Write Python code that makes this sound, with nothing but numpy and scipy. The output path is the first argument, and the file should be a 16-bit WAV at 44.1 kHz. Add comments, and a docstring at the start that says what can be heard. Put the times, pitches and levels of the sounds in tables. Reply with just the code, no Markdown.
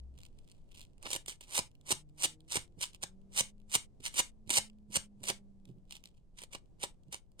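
"""A hook strip is brushed over a tuft of wool yarn, close to a phone above a table in a small room.
Each stroke is a swarm of random snaps through strip resonances; it swells, then the strip slips off.
Single hooks snap and the hands jolt (noise bursts); fingers tick and rustle (filtered noise, snaps).
Behind: noise rumble, a dying sine drone and a far engine of sine orders. The phone mutes quiet treble."""
import sys
import numpy as np
from scipy import signal
from scipy.fft import rfft, irfft
from scipy.io import wavfile
from scipy.ndimage import uniform_filter1d

SR = 44100
rng = np.random.default_rng(int(sys.argv[2]) if len(sys.argv) > 2 else 0)


def to_wav(sig):
    """Store sig (one row per channel, or 1-D mono) as 16-bit WAV at the path in sys.argv[1].

    Samples outside -1..1 are clipped; the rate is SR.
    """
    pcm = np.clip(np.atleast_2d(sig), -1, 1) * 32767
    pcm = np.round(pcm).astype(np.int16)
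    wavfile.write(sys.argv[1], SR, pcm.T)  # frames by channels


N = 326340
T = np.arange(N) / SR
FREQS = np.arange(N // 2 + 1) * SR / N
ALIGNED_HZ = 6500  # port lag acts below this; room tail is mono above


def undb(db):
    """Decibels to gain."""
    return 10 ** (np.asarray(db) / 20)


def unit(x):
    """Scale to rms 1."""
    return x / np.sqrt(np.mean(x ** 2))


def gains(points, hz):
    """Gain of an (f/Hz, level/dB) spectrum at hz, falling away below its first point."""
    f, db = np.transpose(points)
    curve = undb(np.interp(np.log(hz + 1), np.log(f), db))
    return curve * np.minimum(hz / f[0] + 0.0064, 1)


def response(points, modes=(), size=2048):
    """Minimum-phase impulse response of unit energy: a smooth spectrum with resonances on top."""
    hz = np.arange(size // 2 + 1) * SR / size
    peaks = sum(undb(db) / (1 + (2 * (hz - f) / w) ** 2) for f, w, db in modes)
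    cepstrum = irfft(np.log(gains(points, hz) * (1 + peaks)))
    # fold the cepstrum to make the response causal
    cepstrum[1:size // 2] *= 2
    cepstrum[size // 2 + 1:] = 0
    h = irfft(np.exp(rfft(cepstrum)))
    return h / np.linalg.norm(h)


def ring(x, h):
    """Convolve a sound with an impulse response, keeping its length."""
    return signal.oaconvolve(x, h)[:len(x)]


def lows(x, hz, order=4):
    """Zero-phase low-pass."""
    return irfft(rfft(x) / (1 + (FREQS / hz) ** (2 * order)), N)


def walk(rate_hz):
    """Slow random drift of rms 1: random steps, smoothed twice."""
    k = int(SR / rate_hz)
    steps = np.repeat(rng.standard_normal(N // k + 1), k)
    return unit(uniform_filter1d(uniform_filter1d(steps, k), k)[:N])


def snaps(rate_hz, spread_db, even_s):
    """Random snaps of unequal size; the pull of the hand keeps their power even over a short time."""
    n = len(rate_hz)
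    chance, size, sign = rng.random(n), rng.exponential(size=n), rng.choice([-1, 1], n)
    train = (chance < rate_hz / SR) * sign * undb(spread_db * np.minimum(size, 5))
    power = np.abs(uniform_filter1d(train ** 2, int(even_s * SR)))
    return train / np.sqrt(power + rate_hz / SR)


def bursts(events, decay_s, crack):
    """A sharp release at each (t/s, level/dB), followed by a short shudder of decaying noise."""
    out, t = np.zeros(2 * N), T[:SR // 8]
    for s, db in events:
        burst = rng.standard_normal(len(t)) * np.exp(-t / decay_s)
        burst /= np.linalg.norm(burst)
        burst[0] += crack
        i = int(s * SR)
        out[i:i + len(t)] += undb(db) * burst
    return out[:N]


# room rumble spectrum: f/Hz, relative level/dB
RUMBLE_SPECTRUM = [(20,6.5),(45,-7),(140,-10.5),(350,-22),(700,-30.5),(1400,-44),(3500,-43.5),(8500,-45),(16000,-64.5)]


def rumble(level_db=-60, side_db=-2.5, drift_db=1.2):
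    """Low room rumble: shaped mid and side noise with a slowly drifting level."""
    mid, side = irfft(rfft(rng.standard_normal((2, N))) * gains(RUMBLE_SPECTRUM, FREQS), N)
    stereo = unit(mid) + undb(side_db) * unit(side) * np.array([[1], [-1]])
    return undb(level_db + drift_db * walk(3.8)) * stereo


# drone decay: t/s, rms level/dB before the left/right weights
DRONE_DECAY = [(0,-48),(.09,-50),(.17,-56),(.27,-74),(.4,-110)]


def drone(f_hz=64.5):
    """A low sine that dies away, slightly louder on the left."""
    level_db = np.interp(T, *np.transpose(DRONE_DECAY))
    tone = np.sin(2 * np.pi * f_hz * T) * undb(level_db)
    return np.sqrt(2) * tone * np.array([[1.15], [.85]])


# far engine: t/s, firing rate f/Hz, fundamental level/dB, overtone level/dB re fundamental
ENGINE_PASS = [(1.6, 138.2, -84, -3), (2, 152, -64.5, -12), (2.35, 155.4, -68, 1.5), (2.8, 178, -82, 5.5),
               (3.15, 191.2, -62, -13.5), (3.6, 206.4, -63.5, -14), (4.1, 217.2, -82, -7.5),
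               (4.55, 214.7, -58.5, -24), (5.7, 194.9, -62.5, -23.5), (6.1, 185.5, -78, -20.5)]
# overtones: multiple of firing rate, relative level/dB
OVERTONES = [(2,-2.5),(3,-15)]


def engine():
    """Far engine: firing rate rises, then falls; sine orders with wavering pitch and levels."""
    points_s, *columns = np.transpose(ENGINE_PASS)
    hz, level_db, bright_db = (np.interp(T, points_s, c) for c in columns)
    phase = 2 * np.pi * np.cumsum(hz * (1 + .004 * walk(14))) / SR
    overtones = sum(undb(db + 2 * walk(7.7)) * np.sin(round(k) * phase) for k, db in OVERTONES)
    tone = np.sin(phase) + undb(bright_db) * overtones
    return np.sqrt(2) * undb(level_db + walk(3.3)) * tone


# light ticks of fingers and nails on the strip, and a hook snapping at 1.03 s: t/s, relative level/dB
LIGHT_TICKS = [(0.188, -46), (0.2339, -42), (0.4444, -55), (0.516, -49), (0.75, -46), (0.7946, -41.5),
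               (0.8148, -39), (0.9807, -50), (1.0277, -36), (1.2614, -35), (1.7148, -52), (1.7524, -51.5),
               (1.812, -51), (2.0961, -51.5), (2.4056, -52), (3.601, -53.5), (4.6991, -51.5),
               (5.6542, -48.5), (5.909, -36), (6.0392, -40.5), (6.0569, -39.5), (7.0347, -55), (7.318, -50)]
# fingers shifting on the yarn: t/s, length/s, rustle level/dB, dull bump level/dB (both before filters)
FINGER_SHIFTS = [(0.184, 0.056, -65, -69), (0.257, 0.049, -63, -95), (0.348, 0.0095, -90, -55),
                 (0.478, 0.27, -69.5, -91), (0.785, 0.15, -63, -80), (1.437, 0.031, -59, -72),
                 (2.783, 0.019, -78, -49), (2.947, 0.027, -54, -73), (4.005, 0.011, -67, -50.5),
                 (4.475, .014, -54, -50), (4.905, 0.022, -68, -51), (5.218, 0.019, -78.5, -51.5),
                 (5.699, 0.049, -66.5, -50), (5.768, 0.04, -88.5, -56.5), (5.946, 0.092, -58, -69.5),
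                 (6.075, 0.059, -63, -82), (6.169, 0.041, -66, -82), (7.084, 0.038, -75.5, -57.5)]
# finger spectrum: f/Hz, relative level/dB
FINGER_SPECTRUM = [(590, -16.5), (1000, -12), (1770, -17), (2200, -4.5), (2980, 0.5), (4520, -5.5),
                   (5830, -8.5), (8650, -5.5), (10300, -15.5), (16000, -24.5)]
# dull bump spectrum: f/Hz, relative level/dB
BUMP_SPECTRUM = [(60, -22), (135, 10), (200, -1.5), (400, -12), (1500, -46.5)]


def handling(stray_rate_hz=30, stray_db=-70, stray_spread_db=27, ragged_db=4, tick_db=12):
    """Fingers tick, rustle and bump, one hook snaps; stray fibres crackle, a few of them louder."""
    s, length_s, rustle_db, bump_db = np.transpose(FINGER_SHIFTS)
    moves = np.exp(-(2 * (T - s[:, None]) / length_s[:, None]) ** 2)
    fibres = snaps(np.full(N, 1500.), spread_db=5.5, even_s=0.02) * undb(ragged_db * walk(150))
    rustle = undb(rustle_db) @ moves * fibres
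    stray_level = undb(stray_db + stray_spread_db * rng.random(N) ** 2)
    strays = (rng.random(N) < stray_rate_hz / SR) * stray_level
    ticks = undb(tick_db) * bursts(LIGHT_TICKS, decay_s=0.0007, crack=0.2)
    bumps = undb(bump_db) @ moves * ring(rng.standard_normal(N), response(BUMP_SPECTRUM))
    return ring(rustle + strays + ticks, response(FINGER_SPECTRUM)) + bumps


# strip resonances in the cupped hand: f/Hz, width/Hz, level/dB re smooth spectrum
STRIP_MODES = [(530,63,-5),(946,250,-0.5),(1750,58,-24.5),(2321,560,-6),(2882,340,-3.5),(3630,400,-1),(4470,57,-8.5),(6170,450,-4.5),(7770,100,-12),(8765,600,-8)]


def bent_strip(detune=0.016):
    """The strip is bent a little differently on each stroke, which moves its resonances."""
    bends = rng.standard_normal(len(STRIP_MODES))
    return [(f * np.exp(detune * bend), w, db) for (f, w, db), bend in zip(STRIP_MODES, bends)]


SWELL_DB, SWELL_BEND = 40, 1.045  # rise over one swell time; bend > 1: fastest at the start
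TAUT_S, SLACK_DB = 0.012, -15.5  # yarn pulls taut just before letting go; slack yarn tugs this much less
GRAZE_DB = 16  # extra backing share at light first touch


def pull(t, end_s, swell_s, hold_s, release_s):
    """Force on the hooks and share that tugs the backing: swell, hold, slip off the tuft."""
    to_go = np.maximum(end_s - hold_s - t, 0) / swell_s
    release = np.exp(-np.maximum(t - end_s, 0) / release_s)
    force = undb(-SWELL_DB * to_go ** SWELL_BEND) * release
    slack = 1 - np.exp(-(np.maximum(end_s - t, 0) / TAUT_S) ** 2)
    return force, undb(SLACK_DB * slack + GRAZE_DB * np.minimum(to_go, 1))


CATCH_DB, CATCH_RATE_HZ = 1.9, 400  # clumping of a firm stroke
FIRM_DB = -24.5  # table level of a firm stroke
# per dB that a stroke is lighter: dB more clumping; dB per octave less top treble (over one octave)
LIGHT_CATCH, LIGHT_DULL = .1, .2
# strokes: let-go t/s, swell/s, hold/s, release/s, relative hook level/dB,
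# relative backing tug/dB, relative jolt of the hands/dB
STRIP_STROKES = [ (1.062, 0.044, .022, 0.01, -50, 12.5, -41), (1.159, 0.14, 0.035, 0.004, -37, -3.5, -25),
                 (1.292, .014, 0.011, 0.018, -38, -29, -38), (1.592, 0.11, 0.013, 0.0045, -26.5, -3, -25),
                 (1.926, 0.068, 0.0069, 0.0022, -26, -4.5, -19),
                 (2.256, .07, .016, 0.0034, -25.5, -7.5, -28.5),
                 (2.532, 0.049, .013, 0.037, -37, -20.5, -50),
                 (2.573, 0.08, 0.013, 0.0036, -29.5, -1.5, -20), (2.836, 0.05, .012, 0.013, -34, -32, -50),
                 (3.041, .022, 0.01084, 0.0018, -37, -2.5, -30.5),
                 (3.410, 0.068, .022, 0.0018, -25.5, -8, -22.5),
                 (3.758, 0.057, 0.0085, 0.0048, -23.5, -12.5, -26),
                 (4.075, 0.047, 0.023, 0.0079, -37.5, -26, -46),
                 (4.201, .074, 0.013, 0.0059, -26, -8.5, -32.5),
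                 (4.509, 0.021, 0.0033, 0.0032, -28.5, -9, -31.5),
                 (4.585, 0.19, .011, 0.0051, -24.5, -8.5, -25),
                 (4.972, 0.053, 0.014, 0.0017, -26, -10, -19),
                 (5.302, 0.09, 0.0073, 0.0068, -31, -2, -24.5),
                 (6.432, 0.057, 0.049, .012, -52.5, -10, -45),
                 (6.552, 0.033, 0.019, 0.0049, -44, 3.5, -35.5),
                 (6.839, 0.043, 0.0088, 0.0088, -36, -2, -28.5), (7.144, 0.022, .018, 0.011, -41, -6, -37),
                 (7.405, .025, 0.0038, 0.0048, -42.5, -3, -40), ]
# hook spectrum: f/Hz, relative level/dB
HOOK_SPECTRUM = [(350, -39), (600, -23.5), (1290, -14.5), (1960, -11.5), (2220, -5.5), (2570, -13),
                 (3030, -5), (3290, -10.5), (5980, -6.5), (7430, -4), (8750, -2.5), (11500, -16.5),
                 (15500, -25.5)]
# backing spectrum: f/Hz, relative level/dB
BACKING_SPECTRUM = [(100,-16),(200,-8),(350,0.5),(600,0),(1000,-2),(1600,-6),(2200,-5),(3200,-6.5),(5000,-5.5),(9000,-30)]


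def brushing(hook_rate_hz=6000, tug_rate_hz=1800, hook_db=1, tug_db=1.5, treble_hz=4000):
    """Hooks snap out of the fibres, heavier tugs shake the backing; light strokes clump and dull."""
    out, free_s = np.zeros(N), 0
    catching, stall = walk(CATCH_RATE_HZ), stalls()
    for end_s, swell_s, hold_s, release_s, db, backing_db, _ in STRIP_STROKES:
        near = (T > max(free_s, end_s - hold_s - 2 * swell_s)) & (T < end_s + .1)
        free_s = end_s  # the strip cannot bite again before it has let go
        light_db = max(FIRM_DB - db, 0)
        clump_db = (CATCH_DB + LIGHT_CATCH * light_db) * np.minimum(catching[near], 1.6)
        clumps = unit(undb(clump_db))
        force, tug = pull(T[near], end_s, swell_s, hold_s, release_s)
        force = force * undb(db) * stall[near]
        engaged = .3 + np.sqrt(force / undb(-25.5))  # more hooks bite under pressure
        hooks = snaps(hook_rate_hz * engaged, spread_db=4.5, even_s=0.007)
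        tugs = snaps(tug_rate_hz * engaged, spread_db=1, even_s=0.006) * tug * undb(backing_db)
        dull_db = LIGHT_DULL * light_db
        colour = [(f, d - dull_db * np.clip(np.log2(f / treble_hz), 0, 1)) for f, d in HOOK_SPECTRUM]
        modes = bent_strip()
        out[near] += undb(hook_db) * ring(clumps * force * hooks, response(colour, modes))
        out[near] += undb(tug_db) * ring(clumps * force * tugs, response(BACKING_SPECTRUM, modes))
    return out


# single hooks that hold on and snap: t/s, relative level/dB
HOOK_SNAGS = [(1.0574, -46), (1.1044, -25.5), (1.1308, -18), (1.1507, -23), (1.1614, -21.5),
              (1.2815, -28.5), (1.3184, -39), (1.4087, -35.5), (1.5778, -16.5), (1.9061, -18.5),
              (2.2328, -27), (2.5147, -33.5), (2.5566, -18.5), (2.809, -32.5), (3.7484, -18.5),
              (4.1415, -31), (4.1614, -31), (4.494, -26.5), (4.5037, -17), (4.9551, -18.5), (5.233, -34),
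              (5.2384, -29.5), (6.418, -36), (6.4358, -33), (6.8314, -25), (7.1262, -29)]


def snags(snap_db=12, knock_db=5):
    """A hook that has held on snaps free and knocks the backing."""
    releases = bursts(HOOK_SNAGS, decay_s=0.0036, crack=0.25)
    snap = ring(releases, response(HOOK_SPECTRUM, STRIP_MODES))
    knock = ring(releases, response(BACKING_SPECTRUM, STRIP_MODES))
    return undb(snap_db) * snap + undb(knock_db) * knock


def stalls(stall_s=0.0068, stall_db=-7.5):
    """While a hook holds on, the strip stalls: the other hooks fall quiet until the snag gives way."""
    before_s = np.array(HOOK_SNAGS)[:, :1] - T
    holding = np.exp(-np.abs(before_s) / stall_s) * (before_s > 0)
    return undb(stall_db * np.max(holding, axis=0))


# jolt spectrum: f/Hz, relative level/dB
JOLT_SPECTRUM = [(30,-17),(70,-6),(140,0.5),(200,-2.5),(320,-15),(700,-38),(2000,-70)]


def jolts(lead_s=.002):
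    """The hands jolt as the strip lets go: low-filtered bursts."""
    releases = [(stroke[0] - lead_s, stroke[-1]) for stroke in STRIP_STROKES]
    return ring(bursts(releases, decay_s=0.0043, crack=1.7), response(JOLT_SPECTRUM))


PORT_LAG_SAMPLES = 10
SCATTER = 1.15  # scale of the treble phase turn
# left minus right at the ports: f/Hz, level/dB
PORT_TILT = [(150,-6),(500,-6.5),(1100,-4),(1800,-2),(2800,-6),(3600,-1),(5000,-.5),(7500,-2),(10000,-1.5),(13000,-2.5)]


def ports(x, scatter_s=0.00089, scatter_hz=4000, count=3):
    """The right port hears the hands louder, and first below ALIGNED_HZ; the table scatters treble."""
    tilt = np.sqrt(gains(PORT_TILT, np.maximum(FREQS, PORT_TILT[0][0])))
    low = 1 / (1 + (FREQS / ALIGNED_HZ) ** 24)
    lag = low * np.exp(-2j * np.pi * FREQS * PORT_LAG_SAMPLES / SR) + 1 - low
    # the contact hops between a few places along the strip
    places = np.array([undb(30 * walk(220)) for _ in range(count)])
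    t, spectrum = T[:SR // 100], 0
    for share in places / places.sum(axis=0):
        # each place has its own short paths to each port, which turn the phase of the treble
        paths = rng.standard_normal((2, len(t))) * np.exp(-t / scatter_s)
        paths /= np.linalg.norm(paths, axis=1, keepdims=True)
        turn = rfft(paths, N).imag * np.sqrt(2)
        phase = SCATTER * turn * FREQS / (FREQS + scatter_hz)
        spectrum = spectrum + rfft(x * share) * np.exp(1j * phase)
    return irfft(spectrum * np.array([lag * tilt, 1 / tilt]), N)


def room(x, t60_s=0.21, wet_db=-14.5, first_s=0.00057, last_s=0.11, dull_hz=11500):
    """Small furnished room as the phone passes it on: a short, slightly dull noise tail,
    cut off abruptly, its top in the middle."""
    t = T[:SR // 4]
    noise = rng.standard_normal((2, N))
    wide = lows(noise, ALIGNED_HZ, order=8)
    noise = lows(wide + (noise - wide)[0], dull_hz, order=1)
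    tails = noise[:, :len(t)] * undb(-60 * t / t60_s) * (t > first_s) * (t < last_s)
    return undb(wet_db) * np.array([ring(x, h / np.linalg.norm(h)) for h in tails])


def scene(room_left_db=2.0):
    """The hands at the ports, their room, a little louder on the left, and the background."""
    background = rumble() + drone() + engine()
    hands = handling() + brushing() + snags() + jolts()
    room_balance = undb(np.array([[room_left_db], [-room_left_db]]) / 2)
    return ports(hands) + room(hands) * room_balance + background


def record(dry, gate_db=-66, depth_db=-9, gate_hz=1200, top_hz=15900):
    """The phone turns the treble down whenever it falls quiet, and cuts the top."""
    bass = lows(dry, gate_hz, order=2)
    treble = dry - bass
    power = uniform_filter1d(np.mean(treble ** 2, axis=0), SR // 100)
    excess = (power / undb(gate_db) ** 2) ** 4
    gate = (excess + undb(depth_db)) / (excess + 1)
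    top_cut = signal.ellip(10, .2, 70, top_hz, fs=SR, output="sos")
    return signal.sosfilt(top_cut, bass + gate * treble)


dry = scene()
out = record(dry)
to_wav(out)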